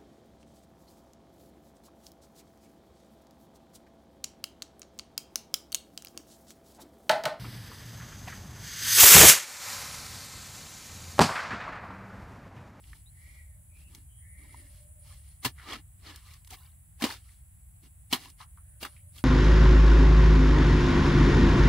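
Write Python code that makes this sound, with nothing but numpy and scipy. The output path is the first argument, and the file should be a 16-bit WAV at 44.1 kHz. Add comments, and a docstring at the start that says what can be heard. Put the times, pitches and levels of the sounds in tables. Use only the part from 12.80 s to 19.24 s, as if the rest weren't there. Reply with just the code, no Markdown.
"""A hand hoe chops dry, stubbly soil in an open field: three hard blows and a light one, after shuffling steps.
Each blow is a burst of tiny fractures that crunches, with a short ground thud and a brief ring of the steel blade.
Between blows, swelling streams of fractures drag and sift soil, clods knock and dry stalks snap.
Birds call in smeared gliding tones and insects sing in narrow bands of noise.
Shaped noise makes the low rumble and thin air; a faint far drone comes and goes."""
import sys
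import numpy as np
from scipy import signal
from scipy.fft import rfft, irfft
from scipy.io import wavfile
from scipy.ndimage import uniform_filter1d

SR = 44100
rng = np.random.default_rng(int(sys.argv[2]) if len(sys.argv) > 2 else 0)


def generate_wav(sig):
    """Save sig (samples, or channels by samples) to the path in sys.argv[1] as 16-bit PCM at SR."""
    pcm = np.round(np.clip(np.atleast_2d(sig).T, -1, 1) * 32767).astype(np.int16)
    wavfile.write(sys.argv[1], SR, pcm)


N = 284004
TIME = np.arange(N) / SR  # seconds through the scene
SIZE = 32768  # samples in one short sound
AGE = np.arange(SIZE) / SR  # seconds through one short sound

# Levels in the tables are settings before the mix; spectrum levels are relative.
# Blows, each cutting the crust and then seating in firm ground: [start_s, cut_db, cut_thud_db, sinking_s,
# seat_db, seat_thud_db, seat_thud_hz, decay_s, brightness_db_per_octave, blade_ring_db (relative to crunch)]
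BLOWS = [(2.6476, -22, -28.5, 0.0085, -26.5, -30, 125.4, 0.011, 0.25, -10),
         (4.2211, -26.5, -26, 0.018, -22.5, -16, 293.5, 0.014, -1.9, -22),
         (5.3262, -23, -21.5, .013, -28.5, -34.5, 197, 0.014, 0, -12.5),
         (6.0279, -34.5, -37, 0.021, -38, -53, 260, 0.012, 0.5, -5)]
CUT_THUD_HZ = 262  # the crust's own thud
# Ringing tones of the steel blade on its handle: [pitch_hz, level_db]
BLADE_TONES = [(816, -3), (1020, -12), (1200, -21.5), (1750, 3), (2845, 4.5), (3060, -10.5), (3270, -13),
               (3480, 0.5), (3790, 1.5), (4160, -17.5), (4410, -22), (4820, -5.5)]
BLADE_T60_S = 0.045  # time for the ring to fall by 60 dB
# Colour of the crunch: [frequency_hz, level_db_per_hz]
CRUNCH_COLOUR = [(60, -24), (250, 6.5), (430, 4), (750, 0), (1500, 1), (2500, 0.5), (4500, 2), (6000, -6),
                 (9000, -6), (15500, -8)]
# Stereo width of the soil sounds: [frequency_hz, side_minus_middle_db]
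SOIL_WIDTH = [(100, -22), (300, -12), (700, -4), (2500, -9), (6000, -2), (14000, 1)]

# The blade brushes stalks just before it cuts
STUBBLE_DB, STUBBLE_LEAD_S, STUBBLE_RISE_S = -43, 0.0044, 0.0095
# Soil spills after the blade seats; its level is relative to the seating crunch
SPILL_DB, SPILL_DELAY_S, SPILL_FALL_S = -20, 0.013, 0.022
# The blade pulls or levers soil: [peak_s, level_db, swell_s, brightness_db_per_octave, clod_weight_db]
DRAGS = [(2.921, -39.5, 0.033, -7.3, -7.5), (3.292, -49.5, 0.04, -6.5, -9), (3.73, -47.5, 0.017, -2.5, -2),
         (4.295, -41.5, 0.041, -4, -10), (5.435, -51, 0.04, -3.5, -0.5), (5.618, -53, .018, -6, -32),
         (6.378, -52, .023, -1, -1)]
# Loose soil sifts off the blade: [peak_s, level_db, swell_s, brightness_db_per_octave]
SIFTS = [(2.825, -59, 0.036, -7), (3.37, -60, 0.034, -4), (3.505, -58, 0.051, -3.5), (3.79, -58, 0.075, 8),
         (4.48, -66.5, .07, -1.5), (6.126, -66.5, .04, -1.5)]
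SIFT_WEIGHT_DB = -20  # few heavy clods among it
# Feet and legs shift in the straw: [peak_s, level_db, swell_s, ground_weight_db]
STEPS = [(.115, -63, 0.062, 1.5), (.5, -67, 0.1, -1.5), (1.0, -65.5, 0.031, 3), (1.155, -60, 0.043, 16),
         (1.64, -63.5, 0.048, 18.5), (1.78, -61, .07, 12.5), (1.949, -65.5, 0.066, -24),
         (2.315, -57, .046, -43), (2.48, -66.5, .06, -17), (5.053, -60.5, .021, 14.5)]
STEP_TILT_DB = -2.5  # brightness per octave
# Colour of rubbed soil: [frequency_hz, level_db_per_hz]
DRAG_COLOUR = [(60, -20.5), (150, -20.5), (270, 3.5), (480, -5), (800, -13), (1800, 0), (3000, 2.5),
               (4500, 5.5), (6500, 0.5), (10000, 1.5), (15500, 0)]

# Clods and stones knock together or against the blade: [start_s, level_db, decay_s, pitch_hz]
KNOCKS = [(.038, -54, 0.0061, 2590), (.1305, -47.5, 0.0049, 1750), (1.741, -46, 0.0034, 1040),
          (2.778, -52, 0.063, 1570), (4.3065, -28, 0.0023, 1490), (4.49, -59, 0.0081, 1980),
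          (5.3316, -9, 0.0017, 3240), (5.604, -45, 0.019, 1150), (5.772, -53.5, 0.011, 1270),
          (6.047, -35, 0.012, 1310), (6.162, -56.5, 0.021, 2400), (6.382, -48, 0.0041, 3130)]
KNOCK_WIDTH_SHARE = 0.36  # of the pitch
# Dry stalks snap: [start_s, level_db]
STALK_SNAPS = [(1.148, -43), (3.359, -40), (3.536, -47), (3.645, -52), (3.672, -46), (3.705, -42.5),
               (4.517, -56), (5.498, -43)]
STALK_DECAY_S, STALK_HZ, STALK_WIDTH_HZ = 0.0044, 5030, 11300

# Strength of the near reflection, which changes with the place of the blade: [time_s, share]
BOUNCE = [(2.9, 0.6), (4.25, 0.17), (5.33, 0.73), (6.05, 0.3)]

# A far bird's arched, rasping call: [start_s, length_s, pitch_hz, level_db]
RASPING_CALLS = [(0.301, 0.5, 1916, -64), (1.356, 0.58, 1847, -63), (5.76, .3, 1490, -77)]
CALL_ARCH_HZ, CALL_RASP_HZ = 240, 102
# Thin rising whistles of another bird: [start_s, length_s, pitch_hz, rise_hz, level_db]
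WHISTLES = [(0.253, 0.051, 3650, 500, -64), (0.882, 0.24, 2300, 526, -68), (1.257, 0.24, 3090, 90, -72.5)]
WHISTLE_RASP_HZ = 71.5

# Steady insect choirs: [pitch_hz, width_hz, level_db]
CHOIRS = [(7080, 350, -85.5), (7986, 510, -76.5), (9340, 700, -77), (10700, 940, -72.5)]
# Nearness of the choirs: [time_s, level_db]
CHOIR_SWELL = [(0, 4.5), (2, 5.5), (2.7, 3), (5.6, 3), (6.44, 4.5)]
# The cricket sings in bouts: [start_s, end_s, level_db]
CRICKET_BOUTS = [(.25, .55, -70), (1.36, 2.7, -64), (5.2, 6.44, -68)]
CRICKET_FADE_S, CRICKET_REST_DB = 0.08, -74

# Colour of the low rumble: [frequency_hz, level_db_per_hz]
RUMBLE_COLOUR = [(15, -46.5), (28, -26), (39, -7.5), (50, -3), (62, 1), (75, 0), (92, -4), (125, -11),
                 (165, -17), (220, -35), (330, -38), (600, -64)]
# Loudness of the low rumble: [time_s, level_db]
RUMBLE_LEVEL = [(0, -52), (2.4, -52), (4.6, -54), (6.44, -52.5)]
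# Colour of the thin open-air hiss: [frequency_hz, level_db_per_hz]
AIR_COLOUR = [(200, 10.5), (450, -39), (650, 1), (1200, -5.5), (2000, -2.5), (3200, -8.5), (5800, -15.5),
              (7200, -7.5), (12000, -5), (15500, 2)]
# A far drone comes and goes: [start_s, end_s, level_db]
DRONE_BOUTS = [(.45, 1.1, -84), (1.58, 2.4, -76), (5.87, 6.44, -82.5)]
DRONE_HZ, DRONE_FADE_S, DRONE_REST_DB = 590, 0.067, -93.5
CUTOFF_HZ = 15700


def from_db(db):
    """Turn decibels into gain."""
    return 10 ** (np.asarray(db) / 20)


def rms_one(x):
    """Scale to an average strength (rms) of one."""
    return x / np.sqrt(np.mean(x ** 2) + 1e-20)


def in_time(rows):
    """Read a table of times and values at every sample."""
    times, values = np.transpose(rows)
    return np.interp(TIME, times, values)


def bins(size):
    """Frequencies in the spectrum of this many samples, kept at 1 Hz or more."""
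    return np.maximum(np.arange(size // 2 + 1) * SR / size, 1)


def at_hz(points, hz):
    """Read a spectrum on a log-frequency axis."""
    f, db = np.transpose(points)
    return np.interp(np.log(hz), np.log(f), db)


def tilt(db_per_octave, hz):
    """Brightness slope around 2000 Hz, level below 500 Hz."""
    return db_per_octave * np.log2(np.maximum(hz, 500) / 2000)


def hump(hz, centre_hz, width_hz, order=2):
    """Resonance curve in dB, steeper with its order."""
    return -10 * order * np.log10(1 + ((hz ** 2 - centre_hz ** 2) / (hz * width_hz)) ** 2 / order)


def coloured(x, db):
    """Filter that acts only after each input (minimum phase) and keeps the power of white noise."""
    size = x.shape[-1]
    cepstrum = irfft(np.log(rms_one(from_db(db)) + 1e-6), size)
    # Folding the cepstrum onto its first half gives the minimum phase
    cepstrum[1:size // 2] *= 2
    cepstrum[size // 2 + 1:] = 0
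    return irfft(rfft(x) * np.exp(rfft(cepstrum)), size)


def stereo(pair, side_db):
    """Use two signals as the middle and the side of a stereo sound."""
    side = irfft(rfft(pair[1]) * from_db(side_db), pair.shape[-1])
    return np.array([pair[0] + side, pair[0] - side])


def add(out, s, sound):
    """Mix a sound in from time s, trimmed to the scene."""
    start = round(s * SR)
    first, last = max(start, 0), min(start + sound.shape[-1], N)
    out[:, first:last] += sound[:, first - start:last - start]


def grains(per_s, spread_db, clump_db):
    """Two streams of tiny fractures of uneven size, clumped over a few milliseconds."""
    born = rng.random((2, SIZE)) < per_s / SR
    sizes = rng.standard_normal((2, SIZE)) * from_db(spread_db * np.minimum(rng.exponential(1, (2, SIZE)), 4))
    clumps = rms_one(uniform_filter1d(rng.standard_normal(SIZE), size=110))
    return rms_one(born * sizes * from_db(clump_db * np.clip(clumps, -2, 2)))


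def burst(decay_s, attack_s):
    """Quick rise and fading tail of a contact."""
    return np.exp(-AGE / decay_s) * (1 - np.exp(-AGE / attack_s))


def blade(force):
    """Every fracture at the edge rings the tones of the blade, which the soil damps quickly."""
    ringing = sum(from_db(db) * np.sin(2 * np.pi * hz * AGE) for hz, db in BLADE_TONES)
    ringing = ringing * from_db(-60 * AGE / BLADE_T60_S)
    return signal.fftconvolve(force, ringing[None] / np.linalg.norm(ringing))[:, :SIZE]


def contacts():
    """Cut and seat of each blow: start_s, crunch_db, decay_s, brightness, blade_db, thud_db, thud_hz."""
    rows = []
    for s, cut_db, cut_thud_db, sink, seat_db, seat_thud_db, seat_hz, decay, bright, ring_db in BLOWS:
        rows.append((s, cut_db, decay, bright, cut_db + ring_db, cut_thud_db, CUT_THUD_HZ))
        rows.append((s + sink, seat_db, decay, bright, seat_db + ring_db, seat_thud_db, seat_hz))
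    return rows


def bites(attack_s=0.00052, thud_cycles=1.89, thud_rise_s=0.0026, extra_ring_db=2):
    """The edge breaks crust and ground in bursts of grains, each with a short thud."""
    out, hz = np.zeros((2, N)), bins(SIZE)
    for s, db, decay, bright, blade_db, thud_db, thud_hz in contacts():
        force = grains(per_s=16000, spread_db=0.84, clump_db=0.5) * burst(decay, attack_s)
        crunch = from_db(db) * coloured(force, at_hz(CRUNCH_COLOUR, hz) + tilt(bright, hz))
        steel = from_db(blade_db + extra_ring_db) * blade(force)
        # A lower thud lasts longer
        thud = np.sin(2 * np.pi * thud_hz * AGE) * burst(thud_cycles / thud_hz, thud_rise_s)
        add(out, s, stereo(crunch + steel, at_hz(SOIL_WIDTH, hz)) + from_db(thud_db) * thud)
    return out


def strokes(stubble_tilt_db=-1.4, stubble_weight_db=5, spill_tilt_db=-3, spill_weight_db=7):
    """All that rubs soil and stubble: peak_s, level_db, rise_s, fall_s, brightness, weight_db."""
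    rows = [(s, db, swell, swell, STEP_TILT_DB, weight_db) for s, db, swell, weight_db in STEPS]
    rows += [(s, db, swell, swell, bright, weight_db) for s, db, swell, bright, weight_db in DRAGS]
    rows += [(s, db, swell, swell, bright, SIFT_WEIGHT_DB) for s, db, swell, bright in SIFTS]
    for s, _, _, sink, seat_db, *_ in BLOWS:
        rows.append((s - STUBBLE_LEAD_S, STUBBLE_DB, STUBBLE_RISE_S, STUBBLE_RISE_S,
                     stubble_tilt_db, stubble_weight_db))
        rows.append((s + sink + SPILL_DELAY_S, seat_db + SPILL_DB, SPILL_DELAY_S, SPILL_FALL_S,
                     spill_tilt_db, spill_weight_db))
    return rows


def crumbs(per_s=290, spread_db=5.5, cycles=11, low_hz=750, high_hz=5200, count=22):
    """Dry lumps crack one by one, each with a very short tone at one of a set of pitches; unit rms."""
    out = np.zeros(N)
    for hz in np.geomspace(low_hz, high_hz, count):
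        at = np.flatnonzero(rng.random(N) < per_s / count / SR)
        clicks = np.full(N, 1e-18)
        sizes = from_db(spread_db * np.minimum(rng.exponential(1, N)[at], 3))
        clicks[at] = sizes * np.sign(rng.random(N)[at] - 0.5)
        # A two-pole filter answers each click with a dying tone
        r, w = np.exp(-hz / (cycles * SR)), 2 * np.pi * hz / SR
        out += signal.lfilter([0, np.sin(w)], [1, -2 * r * np.cos(w), r * r], clicks) * np.sqrt(hz)
    return rms_one(out)


def scrapes(clod_hz=480, steel_db=-11, grit_db=-1.5, crumb_db=-5.5, firm_db=-54, lurch_db=1.47,
            lurches_per_s=90):
    """Strokes swell, catch unevenly and fade; grit crackles, lumps crack and heavy clods add body."""
    out, effort, hz = np.zeros((2, N)), np.zeros((1, N)), bins(SIZE)
    middle = AGE[SIZE // 2]
    for s, db, rise, fall, bright, weight_db in strokes():
        away = np.maximum((middle - AGE) / rise, (AGE - middle) / fall)
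        lurch = np.interp(AGE * lurches_per_s, np.arange(SIZE), rng.standard_normal(SIZE))
        stroke = from_db(db + lurch_db * lurch) * np.exp(-0.5 * away ** 2)
        force = grains(per_s=11000, spread_db=2.0, clump_db=1.0) * stroke
        body_db = weight_db / (1 + np.square(hz / clod_hz) ** 2)
        soil = coloured(force, at_hz(DRAG_COLOUR, hz) + body_db + tilt(bright, hz))
        add(out, s - middle, stereo(soil + from_db(steel_db) * blade(force), at_hz(SOIL_WIDTH, hz)))
        add(effort, s - middle, stroke[None])
    firmness = effort / np.hypot(effort, from_db(firm_db))  # light strokes only brush the straw
    return from_db(grit_db) * out + from_db(crumb_db) * effort * firmness * crumbs()


def breaks():
    """Clods knock at their own pitches, stalks snap alike: start_s, level_db, decay_s, pitch_hz, width_hz."""
    knocks = [(s, db, decay, hz, KNOCK_WIDTH_SHARE * hz) for s, db, decay, hz in KNOCKS]
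    return knocks + [(s, db, STALK_DECAY_S, STALK_HZ, STALK_WIDTH_HZ) for s, db in STALK_SNAPS]


def snaps(attack_s=0.0012):
    """A clod knocks or a stalk gives way: a short burst of grains in one broad resonance."""
    out, hz = np.zeros((2, N)), bins(SIZE)
    for s, db, decay, pitch_hz, width_hz in breaks():
        force = grains(per_s=5000, spread_db=-1.5, clump_db=-4.0) * burst(decay, attack_s)
        snap = coloured(force, hump(hz, pitch_hz, width_hz))
        add(out, s, from_db(db) * stereo(snap, at_hz(SOIL_WIDTH, hz)))
    return out


def patter(patter_db=-8):
    """Single crumbs land while soil sifts off the blade."""
    flow = sum(from_db(db) * np.exp(-0.5 * ((TIME - s) / swell) ** 2) for s, db, swell, _ in SIFTS)
    return from_db(patter_db) * flow * crumbs(per_s=290, spread_db=2.5, cycles=16, low_hz=1006, high_hz=4930)


def field(x, bounce_hz=3500, bounce_s=0.00096, scatter_db=-23, scatter_decay_s=0.0047):
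    """One dull near reflection hollows the sound; the banks scatter a faint short tail."""
    hz = bins(N)
    delay = np.exp(-2j * np.pi * hz * bounce_s)
    mirror = irfft(rfft(x) * delay / (1 + (hz / bounce_hz) ** 2), N)
    tail = coloured(rng.standard_normal((2, SIZE)), at_hz(DRAG_COLOUR, bins(SIZE)))
    tail = tail * np.exp(-AGE / scatter_decay_s)
    scattered = signal.fftconvolve(x, tail / np.linalg.norm(tail[0]), axes=1)[:, :N]
    return x + in_time(BOUNCE) * mirror + from_db(scatter_db) * scattered


def far_tone(hz, blur_hz):
    """A steady or gliding tone smeared into a narrow band by two slow random signals."""
    low_pass = signal.butter(2, blur_hz, fs=SR, output="sos")
    a, b = signal.sosfilt(low_pass, rng.standard_normal((2, 2, len(hz))))
    phase = 2 * np.pi * np.cumsum(hz) / SR
    return stereo(rms_one(a * np.cos(phase) + b * np.sin(phase)), side_db=-1.5)


def songs():
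    """Calls arch, whistles rise: start_s, length_s, first_hz, last_hz, arch_hz, level_db, rasp_hz."""
    calls = [(s, length, hz, hz, CALL_ARCH_HZ, db, CALL_RASP_HZ) for s, length, hz, db in RASPING_CALLS]
    return calls + [(s, length, hz, hz + rise_hz, 0, db, WHISTLE_RASP_HZ)
                    for s, length, hz, rise_hz, db in WHISTLES]


def birds(strand_gap=1.9, strand_blur=0.37, side_strand_db=-3, falter_db=3):
    """Calls arch or rise in pitch and swell; a buzz in the throat puts a strand on either side."""
    out = np.zeros((2, N))
    for s, length, first_hz, last_hz, arch_hz, db, rasp_hz in songs():
        along = np.minimum(AGE / length, 1)
        swell = np.abs(np.sin(np.pi * along))
        hz = first_hz + (last_hz - first_hz) * along + arch_hz * swell
        # The rasp setting scales both the gap between strands and their blur
        strands = sum(from_db(side_strand_db * abs(k))
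                      * far_tone(hz + k * strand_gap * rasp_hz, strand_blur * rasp_hz) for k in (-1, 0, 1))
        # Syllables of uneven strength
        falter = np.interp(AGE, np.linspace(0, AGE[-1], 20), rng.standard_normal(20))
        add(out, s, from_db(db + falter_db * falter) * swell * rms_one(strands))
    return out


def wash(spectrum_db, side_db):
    """Steady stereo noise of one colour."""
    return stereo(coloured(rng.standard_normal((2, N)), spectrum_db), side_db)


def wander(turns_per_s=2.5):
    """A slow random rise and fall."""
    turns = np.arange(0, TIME[-1] + 1, 1 / turns_per_s)
    return np.interp(TIME, turns, rng.standard_normal(len(turns)))


def bouts(rows, fade_s, rest_db):
    """Gain that swells, holds and fades in each bout, over a faint resting level."""
    gain = from_db(rest_db)
    for start, end, db in rows:
        gain = gain + from_db(db) * (np.tanh((TIME - start) / fade_s) - np.tanh((TIME - end) / fade_s)) / 2
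    return gain


def insects(cricket_hz=9520, cricket_width_hz=400, chirp_period_s=0.1, first_chirp_s=0.105,
            chirp_depth=0.6, swell_db=1.0):
    """Far insects blur into swelling narrow bands; a nearer cricket pulses about ten times a second."""
    hz = bins(N)
    choir = sum(from_db(db + swell_db * wander()) * wash(hump(hz, pitch_hz, width_hz), side_db=1.5)
                for pitch_hz, width_hz, db in CHOIRS)
    # Each chirp varies in timing and strength
    beats = np.arange(0, TIME[-1] + chirp_period_s, chirp_period_s)
    waver, vigour = (np.interp(TIME, beats, draw) for draw in rng.standard_normal((2, len(beats))))
    wings = np.cos(2 * np.pi * (TIME - first_chirp_s) / chirp_period_s + 0.5 * waver)
    chirps = from_db(2 * vigour) * (1 + chirp_depth * np.tanh(2 * wings + 0.5)) / 2
    cricket = chirps * wash(hump(hz, cricket_hz, cricket_width_hz, order=3), side_db=1.5)
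    cricket_gain = bouts(CRICKET_BOUTS, CRICKET_FADE_S, CRICKET_REST_DB)
    return from_db(in_time(CHOIR_SWELL)) * choir + cricket_gain * cricket


def background(air_db=-67.5):
    """Shaped noise for low rumble and thin open-air hiss, with a smeared tone for the far drone."""
    hz = bins(N)
    rumble = from_db(in_time(RUMBLE_LEVEL)) * wash(at_hz(RUMBLE_COLOUR, hz), side_db=-26.5)
    air_width_db = at_hz([(500, 7.0), (8000, -4)], hz)  # wider in the lows
    air = from_db(air_db) * wash(at_hz(AIR_COLOUR, hz), side_db=air_width_db)
    drone_gain = bouts(DRONE_BOUTS, DRONE_FADE_S, DRONE_REST_DB)
    drone = drone_gain * far_tone(np.full(N, DRONE_HZ), blur_hz=22.9)
    return rumble + air + drone


def scene():
    """The hoe at work in the field, among insects and birds."""
    hoe = bites() + scrapes() + snaps() + patter()
    return field(hoe) + insects() + birds() + background()


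def record(dry):
    """Cut the top steeply with a low-pass filter."""
    return signal.sosfilt(signal.ellip(12, 0.1, 80, CUTOFF_HZ, fs=SR, output="sos"), dry)


dry = scene()
out = record(dry)
generate_wav(out)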